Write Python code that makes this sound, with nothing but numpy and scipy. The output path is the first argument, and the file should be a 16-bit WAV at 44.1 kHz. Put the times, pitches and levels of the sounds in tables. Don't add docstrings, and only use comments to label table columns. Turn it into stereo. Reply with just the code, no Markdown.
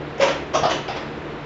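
import sys
import numpy as np
from scipy import signal
from scipy.fft import rfft, irfft, next_fast_len
from scipy.io import wavfile
from scipy.ndimage import uniform_filter1d

SR = 44100
rng = np.random.default_rng(int(sys.argv[2]) if len(sys.argv) > 2 else 0)


def attenuation_scalar(level_db):
    decades = np.asarray(level_db, float) / 20
    return 10 ** decades


def store_wav(level_fs):
    pcm = np.round(np.clip(np.atleast_2d(level_fs), -1, 1) * 32767)
    wavfile.write(sys.argv[1], SR, pcm.T.astype(np.int16))


N = 63945

# multiple of the turning rate, level/dB
MOTOR_HARMONICS = [(1, -53.5), (2, -43), (3, -47.5), (4, -45.5), (5, -50)]
MOTOR_HZ, MOTOR_WOBBLE, MOTOR_FLUTTER_DB = 73.5, 0.008, 3.5

# f/Hz, level/dB
RUSH_SPECTRUM = [(15, -64), (28, -17), (139, -12), (250, -16.5), (360, -7), (440, -12.5), (2000, -22),
                 (3600, -31), (7300, -53), (9000, -90)]
RUSH_DB = -30.5
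# f/Hz, width/Hz, level/dB
DUCT_MODES = [(390, 81, -47), (462.2, 23, -42), (220, 23, -60)]

# f/Hz, T60/s
ROOM_T60 = [(150, 0.36), (600, 0.33), (2500, .5), (7000, 0.33)]
ROOM_GAP_S, ROOM_RISE_S = 0.0054, 0.0041
RATTLE_ROOM_DB, KNOCK_ROOM_DB = -5.5, -10

# t/s, level/dB, f/Hz, T60/s, overtone level/dB
TYRE_THUDS = [
    (.203, -22.5, 194.6, 0.11, -7),
    (.222, -28.5, 89.1, 0.071, -7),
    (.565, -21.5, 273, 0.09, -2.5),
    (.62, -30, 108.9, 0.2, 3.5),
    (.65, -23.5, 307, 0.041, 7),
    (.89, -30, 120, .15, -2),
]
# t/s, level/dB, f/Hz, T60/s, overtone level/dB
TUBE_KNOCKS = [(.1980, -12.5, 552, .3, -20), (.2161, -18, 552, .15, -8), (.2306, -2, 552, .045, -14),
               (.2415, -15, 552, .16, -6), (.2678, -13, 552, .13, -14), (.301, -18, 560, .08, -12),
               (.3615, -17, 490, .03, -12), (.537, -22, 620, .05, -6), (.5445, -9.5, 640, .055, -7),
               (.553, -7, 740, .03, -6), (.559, -16, 635, .15, -6), (.5955, -14, 500, .03, -8),
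               (.624, -19, 640, .06, -8), (.633, -5, 700, .045, -13), (.6425, -4, 760, .025, -8),
               (.647, -9, 720, .055, -14), (.6545, -4, 720, .05, -14), (.672, -12, 640, .035, -10),
               (.680, -13, 660, .15, -10), (.886, -18, 790, .06, -14), (.8955, -17.5, 720, .06, -14),
               (.909, -19.5, 770, .06, -14), (.96, -28, 540, .1, -12), (1.043, -19, 400, .022, -12)]
OVERTONE_RATIO, KNOCK_BUZZ_DB, KNOCK_RISE_S = 1.7, 1.2, 0.002

# f/Hz, width/Hz, level/dB
FOOTREST_MODES = [(930, 70, 0), (1350, 450, -1), (2200, 350, 1), (2950, 700, -3), (3700, 500, -9),
                  (5200, 1000, -13), (7000, 800, -19)]
FRAME_MODES = [(1130, 300, 2), (1580, 300, -6), (2690, 400, -4), (3550, 450, -6), (4600, 600, -11),
               (5870, 350, -3), (6600, 500, -13)]
AXLE_MODES = [(1000, 250, 0), (1400, 200, -4), (2900, 500, -9), (5200, 500, -10)]
LATCH_MODES = [(1150, 400, -2), (1600, 400, -3), (2400, 500, -6), (3150, 1000, -2), (4750, 450, -8),
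               (5960, 250, -6), (7000, 700, -18)]
FORK_MODES = [(1500, 500, -2), (2600, 500, 0), (3400, 500, -2), (5050, 500, -5)]

# t/s, level/dB, rattle decay/s, crack level over ringing/dB
FOOTREST_SHAKES = [
    (0.178, -26.5, 0.0081, -14.5),
    (0.195, -28.5, 0.018, 7),
    (0.204, -19, 0.045, -1),
    (0.221, -18, 0.0083, -3.5),
    (0.233, -20.5, 0.0098, 1),
    (0.268, -26, 0.0073, -4),
    (0.279, -34, 0.021, 19),
]
FRAME_SHAKES = [
    (0.534, -22, 0.02, 0.031),
    (0.548, -18, 0.016, 0.026),
    (0.57, -35.5, 0.038, 0),
]
AXLE_SHAKES = [
    (.622, -34, 0.024, 0.018),
    (0.632, -18, .015, 0.019),
    (0.652, -21, 0.013, 0.017),
]
LATCH_SHAKES = [
    (0.692, -21, .014, 0.036),
    (.705, -23.5, 0.027, 6.5),
    (0.731, -31, 0.008, 0),
]
FORK_SHAKES = [
    (.879, -24.5, 0.017, 0),
    (0.896, -37, 0.033, 1),
    (0.946, -34, 0.018, 0.004),
    (0.961, -31, .02, 6),
]
# f/Hz, level/dB
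CRACK_SPECTRUM = [(100, -36), (300, -7.5), (600, -3.5), (1200, -10.5), (2200, -15), (4200, -21.5),
                  (5800, -27), (7600, -41)]
CONTACTS_PER_S, CONTACT_SPREAD_DB, RATTLE_RISE_S = 16000, 1.5, 0.005

PORT_LAG_S = 63e-6
TOP_HZ, TOP_SHELF_DB = 7680, -30


def unit(x):
    return x / np.sqrt(np.mean(x ** 2))


def along(table, hz):
    t = np.array(table)
    return np.interp(np.log(hz + 1), np.log(t[:, 0]), t[:, 1])


def colour(x, table):
    gain = attenuation_scalar(along(table, np.fft.rfftfreq(len(x), 1 / SR)))
    return irfft(rfft(x) * gain, len(x))


def ring(x, hz, width):
    q = np.clip(hz / width, 1, 400)
    return signal.lfilter(*signal.iirpeak(hz, q, SR), x)


def walk(rate):
    hold = int(SR / rate)
    steps = np.repeat(rng.standard_normal(N // hold + 1), hold)
    smooth = uniform_filter1d(uniform_filter1d(steps, hold), hold)
    return unit(smooth[:N])


def motor():
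    speed_hz = MOTOR_HZ * (1 + MOTOR_WOBBLE * walk(4.1))
    turn = 2 * np.pi * np.cumsum(speed_hz) / SR
    tones = 0
    for k, db in MOTOR_HARMONICS:
        level = np.sqrt(2) * attenuation_scalar(db + MOTOR_FLUTTER_DB * walk(13.46))
        tones = tones + level * np.sin(k * turn + k * k)
    return tones


def fan():
    rush, ducts = 0, 0
    for hz in 30 * 2 ** np.arange(0, 8.5, 0.5):
        swell = attenuation_scalar(1.0 * walk(23))
        band = ring(rng.standard_normal(N), hz, hz / 3.25)
        rush = rush + swell * colour(band, RUSH_SPECTRUM)
    for hz, width, db in DUCT_MODES:
        ducts = ducts + attenuation_scalar(db + 2.0 * walk(7.1)) * unit(ring(rng.standard_normal(N), hz, width))
    return ducts + attenuation_scalar(RUSH_DB - 3) * unit(rush)


def garage(x, wet_db):
    t = np.arange(SR) / SR
    tail = 0
    for hz in 60 * 2 ** np.arange(0, 7.5, 0.5):
        decay = attenuation_scalar(-60 * t / along(ROOM_T60, hz))
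        tail = tail + ring(rng.standard_normal(SR), hz, hz / 2.26) * decay
    tail = tail * (1 - np.exp(-np.clip(t - ROOM_GAP_S, 0, 1) / ROOM_RISE_S))
    echoes = signal.fftconvolve(x, tail / np.linalg.norm(tail))[:N]
    return x + attenuation_scalar(wet_db) * echoes


def knocks(table):
    def mode(age, hz, t60):
        return np.sin(2 * np.pi * hz * age) * attenuation_scalar(-60 * age / t60)

    out = 0
    for start, db, hz, t60, over_db in table:
        age = np.clip(np.arange(N) / SR - start, 0, 2)
        rise = 1 - np.exp(-age / KNOCK_RISE_S)
        overtone = attenuation_scalar(over_db) * mode(age, hz * OVERTONE_RATIO, t60 * 1.05)
        out = out + attenuation_scalar(db) * rise * (mode(age, hz, t60) + overtone)
    return out * attenuation_scalar(KNOCK_BUZZ_DB * walk(119.8))


def body(x, modes):
    return sum((-1) ** k * attenuation_scalar(db) * ring(x, hz, width) for k, (hz, width, db) in enumerate(modes))


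def rattle(modes, shakes):
    t = np.arange(N) / SR
    contacts = (rng.random(N) < CONTACTS_PER_S / SR) * rng.choice([-1, 1], N)
    contacts = contacts * attenuation_scalar(CONTACT_SPREAD_DB * rng.exponential(size=N))
    ringing, cracking = np.zeros(N), np.zeros(N)
    for start, db, length, crack_db in shakes:
        age = np.clip(t - start, 0, 1)
        push = contacts * np.exp(-age / max(length, 1e-3)) * (1 - np.exp(-age / RATTLE_RISE_S))
        ringing += attenuation_scalar(db) * push
        cracking += attenuation_scalar(db + crack_db) * push
    cracking = cracking * rng.choice([-1, 1], N)

    pulse = 1.0 * (np.arange(4096) == 0)
    rung = body(ringing, modes) / np.linalg.norm(body(pulse, modes))
    cracked = colour(cracking, CRACK_SPECTRUM) / np.linalg.norm(colour(pulse, CRACK_SPECTRUM))
    return rung + cracked


def wheelchair():
    return (rattle(FOOTREST_MODES, FOOTREST_SHAKES) + rattle(FRAME_MODES, FRAME_SHAKES)
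            + rattle(AXLE_MODES, AXLE_SHAKES) + rattle(LATCH_MODES, LATCH_SHAKES)
            + rattle(FORK_MODES, FORK_SHAKES))


def scene():
    chair = wheelchair()
    background = motor() + fan()
    rattles = garage(chair, RATTLE_ROOM_DB)
    blows = garage(knocks(TUBE_KNOCKS) + knocks(TYRE_THUDS), KNOCK_ROOM_DB)
    return np.tile(background + rattles + blows, (2, 1))


def top_cut(x):
    return signal.sosfilt(signal.butter(12, 8910, fs=SR, output="sos"), x)


def record(dry):
    size = next_fast_len(N + 4096)
    hz = np.fft.rfftfreq(size, 1 / SR)
    rounded = 1.3 * np.tanh(dry / 1.3)
    bright = 1 / np.clip(np.cos(np.pi * hz * PORT_LAG_S), 0.1, 1)
    lag = np.exp(-1j * np.pi * hz * PORT_LAG_S * np.array([[1], [-1]]))
    shelf_db = TOP_SHELF_DB / (1 + np.exp((TOP_HZ - hz) / 30))
    cut = attenuation_scalar(shelf_db - np.clip(hz - 8800, 0, 600) / 10)
    mix = irfft(rfft(rounded, size) * bright * lag * cut, size)[:, :N]
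    return top_cut(mix)


dry = scene()
out = record(dry)
store_wav(out)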